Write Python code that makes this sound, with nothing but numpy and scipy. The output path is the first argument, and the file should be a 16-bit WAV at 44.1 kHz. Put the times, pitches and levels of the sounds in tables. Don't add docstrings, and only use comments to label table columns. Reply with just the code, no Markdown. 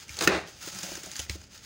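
import sys
import numpy as np
from scipy import signal
from scipy.io import wavfile
from scipy.ndimage import uniform_filter1d

SR = 44100
rng = np.random.default_rng(int(sys.argv[2]) if len(sys.argv) > 2 else 0)


def pcm_store(signal):
    levels = np.round(np.clip(np.atleast_2d(signal), -1, 1) * 32767)
    wavfile.write(sys.argv[1], SR, levels.astype(np.int16).T)


N = 72765

# (time [s], level [dB])
RUSTLE_LEVELS = [(0, -46.5), (.03, -46), (.07, -56), (.11, -45.5), (.16, -46), (.205, -42), (.21, -39),
                 (.25, -28.5), (.258, -38.5), (.27, -43), (.3, -48), (.38, -48), (.45, -60), (.48, -46.5),
                 (.55, -54), (.62, -45), (.68, -38), (.72, -44.5), (.76, -41.5), (.85, -40), (.97, -42),
                 (1.0, -44.5), (1.05, -45.5), (1.1, -46.5), (1.17, -44), (1.22, -41), (1.28, -55),
                 (1.31, -44), (1.35, -44), (1.37, -54.5), (1.41, -53), (1.49, -61.5), (1.53, -49.5),
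                 (1.56, -46.5), (1.6, -55), (1.65, -47.5)]
# (frequency [Hz], level [dB])
LEAF_AND_MIC_TONE = [(500, -36.5), (850, -6.5), (1130, -10), (1320, -2), (2100, -5.5), (3030, -3.5),
                     (4170, -5), (4940, 0.5), (5660, -4.5), (6470, 1.5), (7680, -10), (9810, -14.5),
                     (12500, -23), (13900, -23), (14500, -15.5), (15800, -10)]
# (time [s], level [dB])
DRAG_LEVELS = [(0, -67), (.2, -61), (.6, -65), (.7, -58), (.76, -50), (.81, -53.5), (.85, -48), (.92, -48),
               (1.0, -53), (1.08, -54), (1.15, -61.5), (1.65, -69)]
# (frequency [Hz], level [dB], time to fade by 60 dB [s])
BOARD_TONES = [(74, -3, 0.37), (93.4, -8.5, 0.28), (189, -2, 0.12), (258, -13.5, 0.03), (326, 2, 0.04),
               (372, 4.5, 0.023), (553, 1.5, 0.062), (633.4, -2, 0.092), (724, -6.5, 0.12)]
# (frequency [Hz], level [dB])
ROOM_TONE = [(20, -3), (90, 4.5), (250, -3), (500, -10), (1000, -26), (3000, -18), (6000, -46)]
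# (time [s], level [dB], upper pitch [Hz], lower pitch [Hz], fade time [s], lower pitch gain [dB])
LEAF_CRACKS = [(0.082, -42.5, 6250, 2500, 0.0037, 5.5), (0.0936, -36, 5600, 2400, 0.0035, 7),
               (0.143, -35, 4170, 3330, 0.0022, -8), (0.169, -29, 6200, 3340, 0.0031, -6),
               (0.19, -18, 4400, 1710, 0.0021, -2.5), (0.2095, -17, 4530, 2680, 0.0022, 2),
               (0.2125, -21, 4480, 1000, 0.0037, -2), (0.224, -18, 6440, 4200, 0.0021, 5.5),
               (0.475, -39.5, 4690, 2900, 0.0017, 6), (0.627, -35, 6600, 3120, 0.0027, -4),
               (0.688, -37.5, 5300, 2240, .0025, -3), (.744, -40, 6280, 3180, 0.0016, -10),
               (.749, -30.5, 6700, 1630, .0025, -3.5), (0.788, -26.5, 5900, 1310, 0.0032, -2.5),
               (0.825, -35, 6000, 1490, .003, -4), (0.8318, -24.5, 6150, 1330, 0.0033, -2.5),
               (0.954, -28, 6400, 1830, 0.0034, -9), (1.034, -30.5, 6900, 1340, 0.0034, -13),
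               (1.059, -31.5, 6900, 1400, 0.0038, -13), (1.1158, -29, 6400, 1730, 0.0029, -11),
               (1.135, -32, 5760, 2800, 0.0018, -10), (1.1566, -30, 4630, 1880, 0.0036, -4),
               (1.165, -28, 6500, 4800, 0.0042, -5), (1.193, -25, 6400, 3100, 0.005, 1.5),
               (1.2, -26, 6500, 3300, 0.0042, -6), (1.265, -49, 5660, 1880, 0.0032, 10),
               (1.2968, -23.5, 4700, 2240, .003, 4), (1.416, -41.5, 6560, 1640, 0.0025, 4),
               (1.441, -45, 4500, 3500, .002, 2), (1.577, -40, 5100, 1770, 0.0036, -13)]
# (time [s], level [dB], favoured pitch [Hz])
KNOCKS = [(.1, -39.5, 77), (.226, -42, 250), (0.249, -35, 80), (.274, -13, 310), (0.328, -34.5, 85),
          (0.347, -36, 316), (.54, -46.5, 82), (.674, -35, 344), (.75, -38, 183), (.832, -33, 188),
          (0.838, -38.5, 620), (.975, -38.5, 315), (1.037, -43, 355), (1.06, -47, 560), (1.192, -35, 80.5),
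          (1.192, -39, 317), (1.196, -43.5, 700), (1.296, -27.5, 82), (1.296, -37.5, 330),
          (1.354, -37.5, 297)]
# (time [s], level [dB])
TEAR_LEVELS = [(.17, -48.5), (.19, -42), (.205, -46.5), (.212, -28.5), (.25, -33), (.262, -42.5),
               (.285, -26.5), (.35, -25.5), (.4, -37), (.46, -46), (.56, -66)]
# (frequency [Hz], level [dB])
CORE_TONE = [(70, -41), (120, -12), (190, -4.5), (260, -11), (330, -2.5), (700, -6), (1000, -9),
             (1600, -8.5), (2700, -13.5), (3150, -23), (3700, -16), (9000, -36), (12000, -53), (20000, -90)]
# (frequency [Hz], level [dB], time to fade by 60 dB [s])
STRIKE_TONES = [(1430, 3.5, 0.026), (1792, 3.5, 0.032), (2123, -8, 0.059), (2570, 0, 0.029),
                (3960, -5, 0.023), (4760, -21.5, 0.011)]

CRACK_RISE_S = 0.00087


def amp(db):
    return 10 ** (np.asarray(db) / 20)


def evened(x):
    return x / np.sqrt(np.mean(x ** 2) + 1e-20)


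def curve(rows):
    s, db = np.transpose(rows)
    return amp(np.interp(np.arange(N) / SR, s, db))


def add(mix, start_s, sound):
    part = mix[round(start_s * SR):][:len(sound)]
    part += sound[:len(part)]


def colour(x, tone):
    f, db = np.transpose(tone)
    hz = np.fft.rfftfreq(8192, 1 / SR)
    log_gain = np.interp(np.log(hz + 1), np.log(f), db) * np.log(10) / 20
    mirrored = np.concatenate([log_gain, log_gain[-2:0:-1]])
    spectrum = np.exp(np.conj(signal.hilbert(mirrored)))
    return signal.oaconvolve(x, np.fft.ifft(spectrum).real[:4096])[:len(x)]


def band(x, hz, width=0.15):
    edges = np.clip([hz * (1 - width / 2), hz * (1 + width / 2)], 100, 16000)
    return evened(signal.lfilter(*signal.butter(1, edges, "band", fs=SR), x))


def crackle(per_s, spread_db):
    happens = rng.random(N) < per_s / SR
    size = amp(spread_db * np.minimum(rng.exponential(1, N), 5))
    return happens * size * rng.choice([-1., 1.], N)


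def ring(tones, centre_hz=None, rise_s=0.0006):
    t = np.arange(SR // 2) / SR
    out = np.zeros(len(t))
    for hz, db, fade_s in tones:
        loss_db = 12.5 * np.log2(hz / centre_hz) ** 2 if centre_hz else 0
        out += amp(db - loss_db - 60 * t / fade_s) * np.sin(2 * np.pi * hz * t)
    return out * np.minimum(t / rise_s, 1)


def leaf_rustle():
    wander = evened(uniform_filter1d(uniform_filter1d(rng.standard_normal(N), size=250), size=250))
    clicks = crackle(per_s=12000, spread_db=2.5) * amp(1.38 * wander)
    snaps = evened(colour(clicks, LEAF_AND_MIC_TONE))
    low = signal.filtfilt(*signal.butter(2, 8400, fs=SR), snaps)
    level = curve(RUSTLE_LEVELS)
    treble_gain = (level / amp(-49)) ** 0.37
    return level * (low + (snaps - low) * treble_gain)


def board_drag():
    tap = ring(BOARD_TONES, centre_hz=199) + amp(-1.5) * ring(BOARD_TONES, centre_hz=576)
    rub = signal.oaconvolve(crackle(per_s=500, spread_db=4.5), tap)[:N]
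    return curve(DRAG_LEVELS) * evened(rub)


def room_hum():
    return amp(-57.5) * evened(colour(rng.standard_normal(N), ROOM_TONE))


def kitchen_echo(x, fade_s=0.099):
    t = np.arange(SR // 4) / SR
    tail = rng.standard_normal(len(t)) * amp(-60 * t / fade_s) * (t > .002)
    return amp(-10.5) * signal.oaconvolve(x, tail / np.linalg.norm(tail))[:N]


def leaf_cracks():
    out, t = np.zeros(N), np.arange(1500) / SR
    for s, db, high_hz, low_hz, fade_s, low_db in LEAF_CRACKS:
        noise, low_noise = rng.standard_normal((2, len(t)))
        shape = np.minimum(t / CRACK_RISE_S, 1) * np.exp(-t / fade_s)
        pitched = band(noise, high_hz) + amp(low_db) * band(low_noise, low_hz)
        hiss = amp(-0.5) * evened(colour(noise, LEAF_AND_MIC_TONE))
        add(out, s - CRACK_RISE_S, amp(db) * shape * (pitched + hiss) / 2)
    return out


def board_thuds():
    out = np.zeros(N)
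    for s, db, centre_hz in KNOCKS:
        add(out, s, amp(db) * ring(BOARD_TONES, centre_hz, rise_s=0.0031))
    return out


def core_tear():
    t = np.arange(N) / SR
    tearing = (t > TEAR_LEVELS[0][0]) & (t < TEAR_LEVELS[-1][0])
    fade_in_out = uniform_filter1d(tearing * 1., size=800)
    rips = evened(colour(crackle(per_s=2500, spread_db=0), CORE_TONE))
    return curve(TEAR_LEVELS) * fade_in_out * rips


def knife_strike(start_s=0.2742, tick_fade_s=0.0029):
    out, t = np.zeros(N), np.arange(600) / SR
    shape = np.minimum(t / CRACK_RISE_S, 1) * np.exp(-t / tick_fade_s)
    tick = shape * evened(colour(rng.standard_normal(len(t)), LEAF_AND_MIC_TONE))
    add(out, start_s, amp(-11) * tick)
    add(out, start_s, amp(-13) * ring(STRIKE_TONES))
    return out


def scene():
    near = leaf_rustle() + leaf_cracks() + core_tear() + knife_strike()
    return (near + kitchen_echo(near) + board_drag() + board_thuds() + room_hum())[None]


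def record(dry, low_hz=45, top_hz=15850):
    thinned = signal.lfilter(*signal.butter(2, low_hz, "high", fs=SR), dry)
    treble_cut = signal.firwin(511, top_hz, window=("kaiser", 9), fs=SR)
    return signal.oaconvolve(thinned, treble_cut[None], "same")


dry = scene()
out = record(dry)
pcm_store(out)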